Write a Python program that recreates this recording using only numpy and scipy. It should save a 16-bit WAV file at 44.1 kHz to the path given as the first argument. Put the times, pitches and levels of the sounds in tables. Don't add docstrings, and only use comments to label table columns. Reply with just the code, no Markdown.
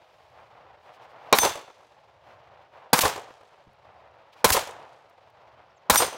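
import sys
import numpy as np
from scipy import signal
from scipy.fft import rfft, irfft
from scipy.io import wavfile
from scipy.ndimage import uniform_filter1d

SR = 44100
rng = np.random.default_rng(int(sys.argv[2]) if len(sys.argv) > 2 else 0)


def generate_wav(sig):
    pcm = np.round(np.clip(np.atleast_2d(sig).T, -1, 1) * 32767).astype(np.int16)
    wavfile.write(sys.argv[1], SR, pcm)


N = 272097
TIME_S = np.arange(N) / SR

# start in seconds, crack level in dB, crack t60 in seconds, then levels in dB of bark, boom,
# thump, slide, barn slap, echoes, first gas puff, second gas puff.
PISTOL_SHOTS = [(1.3259, -6.5, 0.0056, -15.5, -9.5, -25, -24.5, -7.5, -4, -49, -38.5),
                (2.9299, -7, 0.046, -24.5, -12.5, -21.5, -22, -12, -4, -47.5, -57.5),
                (4.4429, -8.5, 0.063, -22.5, -13, -19.5, -22.5, -12, -6, -29, -21.5),
                (5.8974, -9.5, 0.071, -24, -14.5, -20, -19, -10, -5.5, -25.5, -42)]
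(FIRED_S, CRACK_DB, CRACK_T60_S, BARK_DB, BOOM_DB, THUMP_DB, SLIDE_DB, SLAP_DB, ECHO_DB,
 FIRST_PUFF_DB, SECOND_PUFF_DB) = np.transpose(PISTOL_SHOTS)
HOLLOW_NOTE_DB = [-30, -33, -36.5, -36]
# peak time in seconds, level in dB, then rise, hold and t60 in seconds.
BULLET_HITS = [(1.389, -32.5, 0.0026, .004, .22), (3.011, -19, .006, 0.011, 0.044),
               (4.526, -17.5, 0.0078, .01, 0.095), (5.979, -24.5, .006, .006, .14)]
# frequency in Hz, relative level in dB, t60 in seconds.
SILHOUETTE_MODES = [(3520, -7, 0.47), (4430, -16, 0.5), (5535, -13, .25), (6150, 6, 0.25),
                    (6100, -30, 0.97), (6782, -14, .25), (7520, -21, .35), (8700, -0.5, .08),
                    (12120, -14.5, 0.17), (13700, -8.5, .07)]
PLATE_MODES = [(3600, -17, .44), (3760, -17, .25), (4430, -22, .22), (5010, -11.5, 0.33), (5840, 2, 0.082),
               (5850, -19, .5), (6210, -9.5, 0.38), (6820, -14, 0.23), (7450, -29, .25), (8720, 2.5, 0.23),
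               (9320, -9, .15), (9500, -15, 0.36), (11290, -6, 0.16), (11460, -6, .11), (14020, -8, 0.17)]
# round trip in seconds, relative level in dB, then rise, hold and t60 in seconds.
WOOD_ECHOES = [(.93, -51.5, 0.046, 0.049, 1.2), (1.129, -52, 0.39, 0.14, 0.51),
               (1.428, -48, 0.057, 0.06, 1.7), (1.776, -44, 0.22, .08, 1.21)]
# round trip in seconds, relative thud and snap in dB, thud t60 in seconds.
NEAR_ECHOES = [(0.097, -26, -31, .06), (.108, -12, -32.5, 0.047), (.125, -12, -17.5, 0.071),
               (.132, -16, -29.5, 0.072), (0.15, -20.5, -25, 0.031), (0.168, -29, -27, .05),
               (.184, -27.5, -52, 0.062), (.193, -43, -49, .03), (.231, -29, -34, 0.065),
               (.249, -31, -42, 0.12), (.266, -43, -43, .09), (.287, -43, -49, 0.056),
               (.303, -41.5, -58, .07), (0.356, -40.5, -63, 0.06), (0.377, -40, -67, 0.049),
               (.481, -45.5, -65, 0.065), (0.503, -46.5, -66, 0.066), (.542, -56, -65, 0.042),
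               (.629, -73, -77, .07)]
# frequency in Hz, t60 in seconds.
FIELD_DECAY = [(100, 0.226), (700, 0.3), (2500, 0.41), (6000, 0.33), (13000, 0.23)]
# centre in seconds, level in dB, half-width in seconds.
FAINT_SWELLS = [(0.21, -69, 0.38), (0.862, -67.5, 0.059), (0.948, -61, 0.021), (1.035, -62, 0.027),
                (1.108, -65, 0.022), (1.267, -67, 0.091), (2.3, -69, 0.069), (2.623, -74, 0.024),
                (2.77, -71.5, 0.064), (4.335, -58, 0.0094), (4.393, -60.5, 0.034)]
# peak time in seconds, level in dB.
GRIP_TICKS = [(1.782, -69), (3.732, -69), (5.098, -63), (5.302, -68)]
HOUSING_BUMPS = [(3.675, -48)]
# centre in seconds, level in dB, start and end pitch in Hz, length in seconds.
BIRD_CHIRPS = [(5.711, -75, 5370, 5780, 0.012), (5.776, -68.5, 7450, 5890, .022)]
# frequency in Hz, relative density in dB.
BREEZE_SPECTRUM = [(25, -31), (60, -13.5), (115, -8), (190, -16), (260, -18.5), (400, -9.5), (600, 0.5),
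                   (900, -2), (1500, -12.5), (3000, -17.5), (5000, -26.5), (9000, -45), (15000, -48)]
HISS_SPECTRUM = [(500, -22), (1400, -1), (2500, 6.5), (5000, -2), (9000, -15), (15000, -18)]
ROLL_SPECTRUM = [(30, -37), (70, -14), (120, -8), (190, -16), (280, -15), (480, -3.5), (750, 2.5),
                 (1050, -2.5), (1600, -10), (3000, -19), (5000, -31.5), (9000, -50.5), (15000, -54)]
CRACK_SPECTRUM = [(40, -29), (90, -19), (160, -3), (330, -8.5), (480, -4.5), (950, -10), (1700, -9),
                  (3500, -8.5), (7000, -10.5), (15000, -13.5)]
BARK_SPECTRUM = [(300, -31.5), (1300, -2.5), (2050, -14.5), (2200, 7), (2420, 3.5), (2570, -14.5),
                 (3050, -1.5), (3600, -12.5), (3760, 5), (4300, 3), (4520, -17.5), (5250, -14), (5620, 1.5),
                 (5850, -14), (6600, -24.5), (15000, -38.5)]
BOOM_SPECTRUM = [(40, -40.5), (130, -25), (230, -10.5), (320, -9.5), (480, 6), (640, -1), (850, 7),
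                 (1100, 4.5), (1700, -8.5), (4000, -22), (15000, -41.5)]
SLIDE_SPECTRUM = [(100, -17), (450, -4), (1000, 7.5), (2800, -10), (6000, -6.5), (15000, -10)]
FIELD_SPECTRUM = [(40, -23.5), (90, -9), (180, -12), (320, -12.5), (550, -6), (950, 0.5), (1600, -8),
                  (3500, -10.5), (7000, -13), (15000, -20.5)]
BRUSH_SPECTRUM = [(40, -24), (120, -12.5), (280, -16), (520, 4), (900, -5), (1800, -7), (4000, -10.5),
                  (7000, -18.5), (10000, -27), (15000, -36.5)]
SLAP_SPECTRUM = [(100, -23.5), (500, -7.5), (1000, -7.5), (2500, -14), (4000, -8.5), (8000, -15),
                 (15000, -12.5)]
IMPACT_SPECTRUM = [(40, -22), (130, -5.5), (400, -7.5), (1000, -5), (2500, 0.5), (5500, 1.5), (9000, -1),
                   (15000, -2)]
THUD_SPECTRUM = [(40, -42.5), (90, -2), (150, -18), (230, -10.5), (330, -3), (480, 6.5), (1000, 5),
                 (1700, -10), (3500, -19.5), (8000, -42.5)]
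SNAP_SPECTRUM = [(300, -23), (1200, 0), (2500, 0.5), (5000, 1), (9000, -1.5), (15000, -15.5)]


def from_db(db):
    return 10 ** (np.asarray(db) / 20)


def at_hz(table, hz):
    known_hz, values = np.transpose(table)
    return np.interp(np.log(np.maximum(hz, 1)), np.log(known_hz), values)


def colour(x, spectrum, size=4096):
    bins_hz = np.arange(size // 2 + 1) * SR / size
    cepstrum = irfft(np.log(from_db(at_hz(spectrum, bins_hz))))
    cepstrum[1:size // 2] *= 2
    cepstrum[size // 2 + 1:] = 0
    response = irfft(np.exp(rfft(cepstrum)))
    return signal.oaconvolve(x, response / np.linalg.norm(response))[:N]


def lowpass(x, hz, order=2):
    return signal.sosfilt(signal.butter(order, hz, fs=SR, output="sos"), x + 1e-18)


def bandpass(x, low_hz, high_hz):
    return signal.sosfilt(signal.butter(3, [low_hz, high_hz], "band", fs=SR, output="sos"), x)


def grains(spread_db):
    noise = rng.standard_normal(N)
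    noise *= from_db(spread_db * np.repeat(rng.standard_normal(N // 16 + 1), 16)[:N])
    return noise / noise.std()


def even_noise(spectrum, spread_db, window_s=0.0032):
    noise = colour(grains(spread_db), spectrum)
    return noise / np.sqrt(uniform_filter1d(noise ** 2, int(window_s * SR)) + 1e-12)


def flutter(depth_db, rate_hz):
    slow = lowpass(rng.standard_normal(N), rate_hz)
    return from_db(depth_db * slow / slow.std())


def swell(peak_s, rise_s, t60_s, hold_s=0):
    start, stop = np.searchsorted(TIME_S, [peak_s - rise_s, peak_s + hold_s + 2 * t60_s])
    t = TIME_S[start:stop] - peak_s
    out = np.zeros(N)
    out[start:stop] = np.minimum(1 + t / rise_s, 1) * from_db(-60 * np.maximum(t - hold_s, 0) / t60_s)
    return out


def after_shots(levels_db, delay_s, rise_s, t60_s, hold_s=0):
    length = int((delay_s + hold_s + 2 * t60_s) * SR)
    shape = swell(delay_s, min(rise_s, delay_s), t60_s, hold_s)[:length]
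    out = np.zeros(N)
    for start, db in zip((FIRED_S * SR).astype(int), levels_db):
        out[start:start + len(shape)] += from_db(db) * shape[:N - start]
    return out


def far_return(delay_s, gain_db, rise_s, hold_s, t60_s, earlier_s=-0.55, earlier_db=-2.5):
    shots = [(earlier_s, earlier_db), *zip(FIRED_S, ECHO_DB)]
    returns = [from_db(gain_db + db) * swell(at_s + delay_s, rise_s, t60_s, hold_s) for at_s, db in shots]
    return np.sqrt(sum(echo ** 2 for echo in returns))


def breeze(level_db=-59):
    gusts = from_db(level_db) * flutter(depth_db=2.0, rate_hz=33.0)
    return colour(gusts * grains(0.8), BREEZE_SPECTRUM)


def faint_hiss():
    swells = sum(from_db(db) * np.exp(-((TIME_S - at_s) / half_width_s) ** 2)
                 for at_s, db, half_width_s in FAINT_SWELLS)
    return colour(swells * grains(3.0), HISS_SPECTRUM)


def far_rumble():
    bass = bandpass(rng.standard_normal(N), low_hz=70.0, high_hz=135.0)
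    return far_return(delay_s=0.85, gain_db=-65.0, rise_s=0.23, hold_s=0.34, t60_s=1.2) * bass / bass.std()


def far_roll():
    envelope = np.sqrt(sum(far_return(*wood) ** 2 for wood in WOOD_ECHOES))
    return colour(envelope * flutter(depth_db=2.0, rate_hz=7.5) * grains(3.5), ROLL_SPECTRUM)


def blasts(shock_s=0.0012, ground_s=0.0078, ground_db=-7.0):
    shock, burst = np.zeros((2, N))
    for at_s, db, t60_s in zip(FIRED_S, CRACK_DB, CRACK_T60_S):
        phase = (TIME_S - at_s - shock_s) / shock_s
        shock += from_db(db) * (1 - 2 * phase) * ((phase >= 0) & (phase < 1))
        burst += from_db(db) * swell(at_s + 0.002, rise_s=0.0005, t60_s=t60_s, hold_s=0.0005)
    crack = shock + colour(burst * grains(1.4), CRACK_SPECTRUM)
    bark = after_shots(BARK_DB, delay_s=0.0015, rise_s=0.0015, t60_s=0.09, hold_s=0.0052)
    bark *= even_noise(BARK_SPECTRUM, 0.4)
    boom = after_shots(BOOM_DB, delay_s=0.00064, rise_s=0.00064, t60_s=0.077, hold_s=0.0065)
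    boom *= even_noise(BOOM_SPECTRUM, 0.33)
    bounce = lowpass(np.interp(TIME_S - ground_s, TIME_S, crack), hz=4700.0)
    return crack + bark + boom + from_db(ground_db) * bounce


def knocks(hz=227.4):
    envelope = after_shots(HOLLOW_NOTE_DB, delay_s=0.003, rise_s=0.003, t60_s=0.21)
    return envelope * np.sin(2 * np.pi * hz * TIME_S)


def air_push(levels_db, delay_s, hz, width_s):
    out = np.zeros(N)
    for at_s, db in zip(FIRED_S + delay_s, levels_db):
        t = TIME_S - at_s - width_s
        out += from_db(db - 1.5) * np.exp(-(t / width_s) ** 2) * np.sin(2 * np.pi * hz * t)
    return out


def puffs():
    return (air_push(THUMP_DB, delay_s=0.003, hz=195.0, width_s=0.006)
            + air_push(FIRST_PUFF_DB, delay_s=0.016, hz=71.0, width_s=0.0077)
            + air_push(SECOND_PUFF_DB, delay_s=0.066, hz=71.0, width_s=0.0077))


def slide():
    travel = after_shots(SLIDE_DB, delay_s=0.047, rise_s=0.041, t60_s=0.061, hold_s=0.019)
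    return colour(travel * grains(4.3), SLIDE_SPECTRUM)


def field():
    brush = colour(grains(2.0), FIELD_SPECTRUM)
    lawn = after_shots(ECHO_DB - 20.0, delay_s=0.027, rise_s=0.0024, t60_s=0.041)
    out = lawn * colour(grains(0.98), FIELD_SPECTRUM)
    edges_hz = np.geomspace(30, 17000, 9)
    for low_hz, high_hz in zip(edges_hz, edges_hz[1:]):
        t60_s = at_hz(FIELD_DECAY, np.sqrt(low_hz * high_hz))
        envelope = after_shots(ECHO_DB - 18.5, delay_s=0.12, rise_s=0.048, t60_s=t60_s)
        out += bandpass(brush * envelope, low_hz, high_hz)
    return out


def hedges():
    tail = after_shots(ECHO_DB - 50.0, delay_s=0.19, rise_s=0.16, t60_s=1.75)
    return colour(tail * flutter(depth_db=2.0, rate_hz=44.0) * grains(4.2), BRUSH_SPECTRUM)


def steel(modes, peak_s, gain_db, rise_s, clang_db, clang_t60_s):
    split_hz, twin_db = 37.0, -12.5
    waver_depth_hz, shake_hz = 9.1, 141.1
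    clang = [(hz, clang_db, clang_t60_s) for hz in rng.uniform(3000, 14500, 30)]
    out = np.zeros(N)
    for hz, db, t60_s in [*modes, *clang]:
        envelope = swell(peak_s, rise_s, t60_s)
        live = np.flatnonzero((envelope > 0) & (TIME_S < peak_s + t60_s))[:SR]
        waver = lowpass(rng.standard_normal(SR), shake_hz)
        pitch_hz = hz + waver_depth_hz * waver[:len(live)] / waver.std()
        turns = np.cumsum(pitch_hz) / SR + rng.random()
        twin_turns = turns + split_hz * rng.uniform(0.21, 3.9) * (TIME_S[live] - peak_s)
        pair = np.sin(2 * np.pi * turns) + from_db(twin_db) * np.sin(2 * np.pi * twin_turns)
        out[live] += from_db(gain_db + db) * envelope[live] * pair
    return out


def barn_wall(delay_s, start_hz, fall_s, chirp_db, slap_db, end_hz=583.0):
    last_shot_s = FIRED_S[np.maximum(np.searchsorted(FIRED_S, TIME_S) - 1, 0)]
    age_s = np.maximum(TIME_S - last_shot_s - delay_s, 0)
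    hz = end_hz + (start_hz - end_hz) * np.exp(-age_s / fall_s)
    slap = after_shots(SLAP_DB + slap_db, delay_s + 0.0006, rise_s=0.00057, t60_s=0.018)
    chirp = after_shots(SLAP_DB + chirp_db, delay_s + 0.00092, rise_s=0.0004, t60_s=0.016, hold_s=0.0012)
    return slap * even_noise(SLAP_SPECTRUM, 3.7) + chirp * np.sin(2 * np.pi * np.cumsum(hz) / SR)


def impacts():
    spray = sum(from_db(db) * swell(at_s, rise_s, t60_s, hold_s)
                for at_s, db, rise_s, hold_s, t60_s in BULLET_HITS)
    return spray * even_noise(IMPACT_SPECTRUM, 1.5)


def near_echoes():
    thud_power, snaps = np.zeros((2, N))
    for delay_s, thud_db, snap_db, t60_s in NEAR_ECHOES:
        thud_power += after_shots(ECHO_DB + thud_db, delay_s, rise_s=0.005, t60_s=t60_s) ** 2
        snaps += after_shots(ECHO_DB + snap_db, delay_s, rise_s=0.0012, t60_s=0.035)
    thuds = np.sqrt(thud_power) * even_noise(THUD_SPECTRUM, 2.53)
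    return thuds + colour(snaps * grains(4.8), SNAP_SPECTRUM)


def ticks():
    contacts = sum(from_db(db) * swell(at_s, rise_s=0.001, t60_s=0.018) for at_s, db in GRIP_TICKS)
    return colour(contacts * grains(4.6), IMPACT_SPECTRUM)


def bump():
    rumble = lowpass(rng.standard_normal(N), hz=225.0, order=4)
    nudge = sum(from_db(db) * swell(at_s, rise_s=0.0082, t60_s=0.1) for at_s, db in HOUSING_BUMPS)
    return nudge * rumble / rumble.std()


def bird():
    waver = flutter(depth_db=5.0, rate_hz=300.0)
    out = np.zeros(N)
    for at_s, db, start_hz, end_hz, length_s in BIRD_CHIRPS:
        hz = np.interp(TIME_S, [at_s - length_s / 2, at_s + length_s / 2], [start_hz, end_hz])
        envelope = from_db(db) * np.exp(-(2 * (TIME_S - at_s) / length_s) ** 2)
        out += waver * envelope * np.sin(2 * np.pi * np.cumsum(hz) / SR)
    return out


def scene():
    gun = blasts() + slide() + puffs() + knocks()
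    targets = impacts()
    targets += steel(SILHOUETTE_MODES, peak_s=1.419, gain_db=-26.0, rise_s=0.044,
                     clang_db=-21.5, clang_t60_s=0.32)
    targets += steel(PLATE_MODES, peak_s=5.98, gain_db=-20.5, rise_s=0.015,
                     clang_db=-18.0, clang_t60_s=0.16)
    far_wall = barn_wall(delay_s=0.1232, start_hz=6933.0, fall_s=0.0041, chirp_db=-14.5, slap_db=-17.0)
    near_wall = barn_wall(delay_s=0.0602, start_hz=3440.0, fall_s=0.0024, chirp_db=-3.5, slap_db=-0.5)
    echoes = near_wall + far_wall + near_echoes() + field() + hedges() + far_roll() + far_rumble()
    background = ticks() + faint_hiss() + bump() + breeze() + bird()
    return (gun + targets + echoes + background)[None]


def record(dry, ceiling=0.9, cutoff_hz=15800):
    clipped = ceiling * np.tanh(dry / ceiling)
    return signal.sosfilt(signal.ellip(10, 0.1, 80, cutoff_hz, fs=SR, output="sos"), clipped)


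dry = scene()
out = record(dry)
generate_wav(out)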